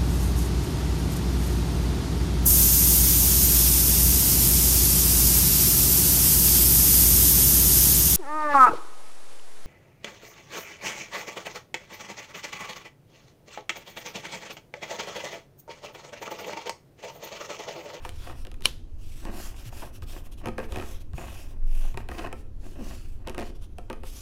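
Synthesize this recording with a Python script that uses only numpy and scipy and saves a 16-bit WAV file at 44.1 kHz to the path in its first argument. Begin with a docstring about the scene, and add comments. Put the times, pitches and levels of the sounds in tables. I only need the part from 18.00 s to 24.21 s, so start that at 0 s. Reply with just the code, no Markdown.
"""Hands smooth sticker paper over the edge of a chipboard cover on a cutting mat, close to the microphone.
From the start skin hisses over the paper as filtered slips, and nails drag and tick, ringing the board's modes.
At 0.66 s two nails snap past each other in a noisy crack; from 1.7 to 3.9 s fingers land in damped low swings.
From 2.5 s nails also stutter in runs of ticks, and a deep sway comes at 3.6 s; short skids chatter here and there.
A small room of scattered echoes and a low rumble of shaped noise surround it all."""
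import sys
import numpy as np
from scipy import signal
from scipy.fft import rfft, irfft
from scipy.io import wavfile
from scipy.ndimage import uniform_filter1d

SR = 44100
rng = np.random.default_rng(int(sys.argv[2]) if len(sys.argv) > 2 else 0)


def waveform_to_disk(signal):
    """Save audio, clipped to [-1, 1], as 16-bit WAV at the path in sys.argv[1]."""
    frames = np.transpose(np.atleast_2d(signal))
    scaled = np.clip(frames, -1, 1) * 32767
    samples = np.round(scaled).astype(np.int16)
    wavfile.write(sys.argv[1], SR, samples)


N = 274037

# resonances of the board: (frequency [Hz], relative level [dB], t60 [s])
BOARD_RESONANCES = [(229.6, -6, 0.27), (335.4, -6, 0.22), (366.6, 4.5, 0.07), (430, -8, 0.15),
                    (517.5, -3.5, 0.15), (632, -24, 0.041), (715, 2.5, 0.042), (900, 0, 0.037),
                    (912, -2, 0.031), (1077, -7.5, 0.07), (1246, -7, 0.079), (1326, -13.5, 0.13),
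                    (1600, -1.5, 0.021), (1852, -1.5, 0.023), (2520, 1.5, 0.013), (2710, -13.5, 0.0083),
                    (3033, -5, 0.014)]
# spectrum of nails scraping the board: (frequency [Hz], relative density [dB per Hz])
SCRAPE_SPECTRUM = [(60, -21.5), (150, 0), (240, 5.5), (400, 2.5), (600, 2.5), (800, 0), (1250, -3.5),
                   (1800, -12), (2600, -13), (3500, -23), (6000, -27), (15000, -43)]


def skin(gain_db=2.0, flutter_db=1.0, patch_db=2.25):
    """Fine friction hiss whose colour drifts as the patch of touching skin changes."""
    # hiss of skin on paper: (frequency [Hz], relative density [dB per Hz])
    skin_spectrum = [(100, -29), (300, 2), (700, -1.5), (1300, 1), (2000, -2.5), (2600, 5.5), (3200, 3),
                     (4200, -0.5), (5800, 1.5), (7500, -2), (10500, -2), (13000, -3.5), (15500, -8),
                     (16500, -21)]
    # lightness of the touch, positive is brighter: (time [s], tilt [dB per factor e in (Hz + 2000)])
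    sheen = [(0.1, -3.5), (1.45, 0), (2.2, 1), (2.9, -1), (3.85, 0), (4.7, -1.5), (5.6, -4.5), (6.15, 3)]
    slips = grains(20000, 1.0) * amp(flutter_db * wander(60))
    hiss = colour(slips, skin_spectrum)
    hz, t, bins = signal.stft(hiss, SR, nperseg=512)
    # random gains, smoothed over frequency and then over time
    patches = uniform_filter1d(rng.standard_normal(bins.shape), size=9, axis=0)
    patches = unit(uniform_filter1d(patches, size=24, axis=1))
    # the tilt pivots at 8 kHz
    tilt_db = np.interp(t, *np.transpose(sheen)) * np.log((hz[:, None] + 2000) / 10000)
    hiss = signal.istft(bins * amp(patch_db * patches + tilt_db), SR, nperseg=512)[1][:N]
    return amp(gain_db) * strokes() * unit(hiss)


def strokes(speed_law=1.41, rest_db=-76):
    """Strength of the skin's friction: a power of hand speed, which rises and falls in one arch per stroke."""
    # skin over paper, before the hiss gain: (start [s], speeding up [s], slowing down [s], level [dB])
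    stroke_rows = [(0, 0.071, 0.055, -55.5), (.08, .19, .1, -54.5), (0.331, 0.081, 0.041, -58),
                   (.96, 0.096, 0.11, -61), (1.03, 0.16, .19, -56.5), (1.278, 0.15, 0.13, -47),
                   (1.53, 0.068, 0.053, -53.5), (1.625, 0.059, 0.019, -50), (1.705, 0.045, .08, -54),
                   (1.73, 0.081, .11, -51), (1.915, 0.045, 0.036, -55), (2.016, 0.017, 0.018, -53.5),
                   (2.055, 0.051, 0.14, -50.5), (2.228, 0.036, 0.019, -58), (2.31, 0.013, 0.031, -54.5),
                   (2.372, 0.012, 0.051, -58), (2.58, 0.064, 0.037, -58.5), (2.67, 0.056, 0.31, -55.5),
                   (2.79, 0.12, 0.096, -52), (2.99, 0.025, 0.019, -59), (3.13, 0.059, 0.2, -55),
                   (3.209, 0.19, .105, -52.5), (3.465, 0.041, .045, -61), (3.619, 0.21, 0.15, -53.5),
                   (3.97, 0.021, .04, -59), (4.07, .09, 0.15, -53.5), (4.33, 0.068, 0.045, -64),
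                   (4.57, 0.11, 0.18, -61.5), (4.76, 0.15, 0.14, -52), (4.961, 0.046, 0.25, -63.5),
                   (5.36, 0.11, 0.055, -58), (5.54, 0.022, 0.02, -63.5), (5.603, 0.031, .042, -60),
                   (6.026, 0.052, 0.05, -49.5), (6.071, 0.11, .15, -50)]
    t = np.arange(N) / SR
    power = np.full(N, amp(rest_db) ** 2)  # hands that lie almost still
    for start, rise, fall, db in stroke_rows:
        stroke_t = t[:int((rise + fall) * SR)]
        arch = np.interp(stroke_t, [0, rise, rise + fall], [0, .5, 1])
        speed = abs(np.sin(np.pi * arch))
        add(power, start, (amp(db) * speed ** speed_law) ** 2)
    return np.sqrt(power)


def drag(scrape_db=-1.5, board_db=-2.5, judder_db=3.0):
    """Coarse, juddering slips under nails and pressed fingertips, part of which ring the board."""
    # drags, before the scrape and board gains: (hardest moment [s], pressing [s], easing [s], level [dB])
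    drag_rows = [(.01, 0.027, .03, -47.5), (.275, 0.054, 0.032, -41), (.31, .025, 0.082, -42.5),
                 (1.275, 0.062, 0.38, -39.5), (1.77, 0.11, 0.12, -53), (1.826, 0.025, .1, -41.5),
                 (2.155, .18, 0.21, -49.5), (2.47, 0.082, 0.072, -40), (2.6, 0.021, .07, -36.5),
                 (2.78, 0.12, 0.18, -39), (3.192, 0.034, 0.38, -41.5), (3.867, 0.24, 0.092, -49),
                 (3.979, 0.041, 0.14, -47), (4.101, 0.013, 0.18, -40.5), (4.19, 0.038, 0.044, -34.5),
                 (4.245, 0.062, 0.089, -37), (4.646, 0.024, 0.073, -51), (4.79, .1, 0.11, -51),
                 (4.905, 0.15, 0.11, -46.5), (5.301, 0.11, .1, -46), (5.39, 0.063, 0.12, -37.5),
                 (5.915, 0.041, 0.085, -50)]
    slips = grains(2500, 3.0) * amp(judder_db * wander(90))
    strength = np.sqrt(sum(press(*row) ** 2 for row in drag_rows))
    push = unit(slips) * strength
    # both paths are scaled to an impulse response of unit energy
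    scrape_response = colour(signal.unit_impulse(4096), SCRAPE_SPECTRUM)
    scrape = colour(push, SCRAPE_SPECTRUM) / np.linalg.norm(scrape_response)
    board = ring(BOARD_RESONANCES, 1.0)
    board_sound = signal.fftconvolve(push, board / np.linalg.norm(board))[:N]
    return amp(scrape_db) * scrape + amp(board_db) * board_sound


def press(s, press_s, ease_s, db, swell_db=22):
    """Strength of one drag: it swells by swell_db per press_s up to time s, then sinks as much per ease_s."""
    t = np.arange(N) / SR - s
    distance = np.maximum(-t / press_s, t / ease_s)
    return amp(db - swell_db * np.minimum(distance, 10))


def ticks(ring_db=-1, crackle_db=-13, rattle_db=-5, rattle_t60=0.049, rise_s=0.00087, size=8000):
    """Each nail contact is a sharp click with a trace of crackle, then the knock of the board against the mat."""
    # nails tapping or catching on the paper edge: (time [s], click level [dB], knock level before ring_db [dB])
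    tick_rows = [(0.0504, -35, -28.5), (0.0924, -36, -49), (0.2967, -59, -36), (0.4507, -43, -45.5),
                 (0.4698, -43, -43), (0.5162, -45, -48), (0.5426, -48, -56), (0.6082, -50, -49.5),
                 (0.6226, -41.5, -60), (1.2523, -41, -41), (1.7267, -65, -46), (2.0226, -47.5, -45),
                 (3.134, -52, -47), (3.1808, -44.5, -37), (3.943, -49, -40.5), (3.9741, -35, -31),
                 (4.088, -41, -35.5), (4.1153, -45, -35.5), (4.271, -47.5, -35.5), (4.328, -37, -35),
                 (5.347, -42, -39.5), (5.7844, -43.5, -37.5), (5.9006, -37, -31.5), (5.9296, -43, -39),
                 (6.0348, -45, -41.5)]
    # spectrum of the click: (frequency [Hz], relative density [dB per Hz])
    tick_spectrum = [(200, 18), (900, -2), (1800, 6), (2700, 11), (4000, 2.5), (7000, -3), (10000, -2),
                     (16000, -13.5)]
    out, t = np.zeros(N), np.arange(size) / SR
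    onset = 1 - np.exp(-t / rise_s)
    for s, click_db, knock_db in [*tick_rows, *catches()]:
        crackle_noise, rattle_noise = rng.standard_normal((2, size))
        crackle = crackle_noise * amp(crackle_db - 60 * t / .007)
        click = colour(signal.unit_impulse(size) + crackle, tick_spectrum)
        rattle = colour(rattle_noise * amp(-60 * t / rattle_t60), SCRAPE_SPECTRUM)
        board = ring(BOARD_RESONANCES, 4.8)
        # levels refer to the first 9 ms of the knock and 2 ms of the click
        knock = board / board[:400].std() + amp(rattle_db) * rattle / rattle[:400].std()
        click = click / click[:88].std()
        add(out, s, amp(click_db) * click + amp(knock_db + ring_db) * knock * onset)
    return out


def catches(fade_db=1.86, scatter_db=1.5, jitter_s=.0006):
    """A nail stuttering over paper catches in nearly even ticks, each fade_db weaker apart from random scatter."""
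    # runs: (start [s], catches [count], gap [s], first click level [dB], first knock level before ring_db [dB])
    stutters = [(2.4579, 3, 0.014, -37.5, -30), (2.5813, 2, .0097, -41.5, -33),
                (2.7224, 2, .0224, -40, -38), (2.7595, 6, .0129, -39.5, -30.5),
                (4.184, 6, .013, -45.5, -37), (5.274, 3, .0115, -35.5, -36),
                (5.3803, 6, 0.0094, -36, -37.5)]
    rows = []
    for start, count, gap, click_db, knock_db in stutters:
        for k in range(round(count)):
            late, click, knock = rng.standard_normal(3)
            s = start + k * gap + jitter_s * late * (k > 0)  # the first catch is on time
            rows.append((s,
                         click_db - k * fade_db + scatter_db * click,
                         knock_db - k * fade_db + scatter_db * knock))
    return rows


def snap(gain_db=-7, crack_db=-4, knock_db=-39, tail_db=-43, size=16000):
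    """A nail scrapes, slips off with a crack that rings both nails and flicks the board, and dies away in the room."""
    # quick slips as the nail lets go: (time [s], relative level [dB])
    slips = [(0.6557, 0), (0.65639, -2), (0.6574, -4)]
    # spectrum of nail on nail: (frequency [Hz], relative density [dB per Hz])
    nail_spectrum = [(200, -4.5), (1000, -9), (1600, -7.5), (2400, -8.5), (3100, -1), (3600, -3),
                     (4500, -6.5), (6800, -12.5), (8800, -16.5), (9800, -12.5), (12500, -15), (16000, -29)]
    first_s = slips[0][0]
    # one nail slides along the other, harder and harder until it slips off
    slide = press(first_s, press_s=0.02, ease_s=0.065, db=-32.5)
    out = slide * unit(colour(grains(8000, 2.0), nail_spectrum))
    t = np.arange(size) / SR
    clack = nail(cycles=30, size=size)
    for s, db in slips:
        crack = colour(rng.standard_normal(size) * amp(-60 * t / .016), nail_spectrum)
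        add(out, s, amp(db + gain_db) * (clack + amp(crack_db) * crack))
    diffuse = fade(unit(colour(rng.standard_normal(size), nail_spectrum)))
    knock = ring(BOARD_RESONANCES, 0.94, size=size)
    add(out, first_s, amp(tail_db) * diffuse + amp(knock_db) * knock)
    return out


def nail(cycles, size):
    """Heavily damped nail modes of alternating sign, each falling by 60 dB in the same number of cycles."""
    # what the nails ring with: (frequency [Hz], relative level [dB])
    nail_resonances = [(1044, -22.5), (2400, -4), (3120, -1.5), (4030, -7.5), (4480, -5), (5500, -6),
                       (7700, -12), (9650, -3), (10900, -6.5), (14200, -20)]
    out, t = np.zeros(size), np.arange(size) / SR
    for k, (hz, db) in enumerate(nail_resonances):
        decay = amp(db - 60 * t * hz / cycles)
        out += (-1) ** k * decay * np.sin(2 * np.pi * hz * t)
    return out


def thuds(gain_db=3, t60=0.15, rise_s=0.0044, size=12000):
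    """Soft flesh pushes the board and table: each landing is a damped swing at one pitch."""
    # fingers and the heel of the hand landing: (time [s], level before gain_db [dB], pitch [Hz])
    landings = [(1.66, -32, 112.5), (2.019, -32.5, 93.4), (2.46, -30, 111.8), (2.585, -28, 437),
                (2.719, -26.5, 68.4), (2.771, -28.5, 91.5), (3.131, -25, 62), (3.137, -30.5, 136),
                (3.945, -32.5, 118)]
    out, t = np.zeros(N), np.arange(size) / SR
    onset = 1 - np.exp(-t / rise_s)
    for s, db, hz in landings:
        decay = amp(db + gain_db - 60 * t / t60)
        add(out, s, decay * onset * np.sin(2 * np.pi * hz * t))
    return out


def skids(sag=0.27, jitter=.35, overtone_db=-9):
    """Uneven stick-slip cycles that slow down as the finger stops."""
    # fingertip or nail chattering as it skids: (time [s], length [s], level [dB], middle pitch [Hz])
    skid_rows = [(0.269, 0.01, -41, 630), (1.722, 0.017, -50, 757), (1.817, 0.031, -40.5, 746),
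                 (2.638, 0.013, -49, 2410), (4.18, 0.0188, -42, 2680), (4.781, 0.057, -39, 245.7),
                 (5.9, 0.018, -38.5, 775)]
    out = np.zeros(N)
    for s, length, db, hz in skid_rows:
        u = np.linspace(0, 1, int(length * SR))  # progress through the skid
        uneven = unit(uniform_filter1d(rng.standard_normal(N // 100), size=30))[:len(u)]
        pitch = hz * (1 + sag * (.5 - u) + jitter * uneven)
        phase = 2 * np.pi * np.cumsum(pitch) / SR
        chatter = unit(np.sin(phase) + amp(overtone_db) * np.sin(2 * phase))
        add(out, s, amp(db) * chatter * signal.windows.tukey(len(u), .5))
    return out


def pressed(x, body_hz=450):
    """A heavy flat hand drives the low body of the board; light nails hardly do."""
    # weight of the hand, as gain on the low body: (time [s], level [dB])
    weight = [(0, -16), (0.6, -1.5), (1.28, 5), (1.6, -11), (1.83, 1), (2.55, 1.5), (3.25, -5.5), (3.9, -3),
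              (4.2, -6.5), (4.79, 13.5), (5.0, -0.5), (5.4, 2), (6.21, -2)]
    body = signal.sosfiltfilt(signal.butter(2, body_hz, fs=SR, output="sos"), x)
    return x + (level(weight) - 1) * body


def room(x, first_s=0.0022, size=22050):
    """Scattered reflections from the table and walls, as sparse random echoes that die away."""
    echoes = rng.standard_normal(size) * (rng.random(size) < 4000 / SR)  # about 4000 per second
    tail = fade(echoes * (np.arange(size) > first_s * SR))
    return signal.fftconvolve(x, tail / np.linalg.norm(tail))[:N]


def fade(x):
    """Lets each band of x die away at the room's speed."""
    # ring time of the room: (frequency [Hz], t60 [s])
    room_t60 = [(200, 0.95), (1000, 0.36), (3500, 0.44), (8000, 0.4), (15000, 0.32)]
    hz, t, bins = signal.stft(x, SR, nperseg=256)
    decay = amp(-60 * t / read(room_t60, hz)[:, None])
    return signal.istft(bins * decay, SR, nperseg=256)[1][:len(x)]


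def background(floor_db=-35.0, sway_db=-22, sway_hz=20, start_s=3.55, end_s=3.96):
    """Low room rumble of shaped noise, and one deep sway as the right hand lets go of the board."""
    # spectrum of the rumble: (frequency [Hz], relative level [dB])
    rumble_spectrum = [(8, 8), (26, 8.5), (42, -4), (62, -1), (85, -4.5), (120, -11.5), (160, -23),
                       (280, -21), (480, -31.5), (1000, -42), (2500, -54.5), (7000, -67), (15000, -73.5)]
    f = np.fft.rfftfreq(N, 1 / SR)
    rumble = irfft(rfft(rng.standard_normal(N)) * amp(read(rumble_spectrum, f)), N)
    out = amp(floor_db) * unit(rumble)
    t = np.arange(0, end_s - start_s, 1 / SR)
    sway = signal.windows.tukey(len(t), .6) * np.sin(2 * np.pi * sway_hz * t)
    add(out, start_s, 2 * amp(sway_db) * sway)  # peaks at twice sway_db's amplitude
    return out


def ring(modes, scatter_db, size=8000):
    """Dying modes; the place of the blow sets each one's share and sign, drawn at random."""
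    hz, db, t60 = np.transpose(modes)[:, :, None]
    t = np.arange(size) / SR
    share = amp(scatter_db * rng.standard_normal(hz.shape)) * rng.choice([-1, 1], hz.shape)
    return (share * amp(db - 60 * t / t60) * np.sin(2 * np.pi * hz * t)).sum(0)


def grains(per_s, spread_db):
    """Random tiny slips of uneven size, scaled to rms 1."""
    size = amp(spread_db * np.minimum(rng.exponential(1, N), 4))
    happens = rng.random(N) < per_s / SR
    return unit(size * rng.standard_normal(N) * happens)


def wander(rate_hz):
    """Smooth random motion of rms 1: noise held below about rate_hz."""
    f = np.fft.rfftfreq(N, 1 / SR)
    return unit(irfft(rfft(rng.standard_normal(N)) / (1 + (f / rate_hz) ** 4), N))


def colour(x, spectrum, size=8192):
    """Causal minimum-phase filter with the given spectrum."""
    log_gain = np.log(amp(read(spectrum, abs(np.fft.fftfreq(size, 1 / SR)))))
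    response = np.fft.ifft(np.exp(np.conj(signal.hilbert(log_gain)))).real
    return signal.fftconvolve(x, response[:size // 2])[:len(x)]


def amp(db):
    """Decibels to amplitude."""
    return 10 ** (np.asarray(db) / 20)


def unit(x):
    """Scales to rms 1."""
    return x / np.sqrt(np.mean(x ** 2) + 1e-20)


def read(points, hz):
    """Reads a table on a log-frequency axis."""
    f, value = np.transpose(points)
    return np.interp(np.log(hz + 1), np.log(f + 1), value)


def level(curve):
    """Gain at every sample from rows of (time [s], level [dB])."""
    s, db = np.transpose(curve)
    return amp(np.interp(np.arange(N) / SR, s, db))


def add(mix, s, sound):
    """Mixes a sound in at time s."""
    part = mix[max(round(s * SR), 0):][:len(sound)]
    part += sound[:len(part)]


def scene(rub_room_db=-15, tick_room_db=-11):
    """Close sounds of the hands, rubbing and taps each with a share of room, over the background."""
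    rubbing = skin() + pressed(drag())
    taps = pressed(ticks()) + thuds() + skids()
    wet = room(amp(rub_room_db) * rubbing + amp(tick_room_db) * taps)
    return (rubbing + taps + snap() + wet + background())[None]


def record(dry, edge_hz=16000):
    """The recorder's band limit: a steep low-pass at edge_hz."""
    low_pass = signal.firwin(301, edge_hz, window=("kaiser", 9), fs=SR)
    return signal.oaconvolve(dry, low_pass[None], "same")


dry = scene()
out = record(dry)
waveform_to_disk(out)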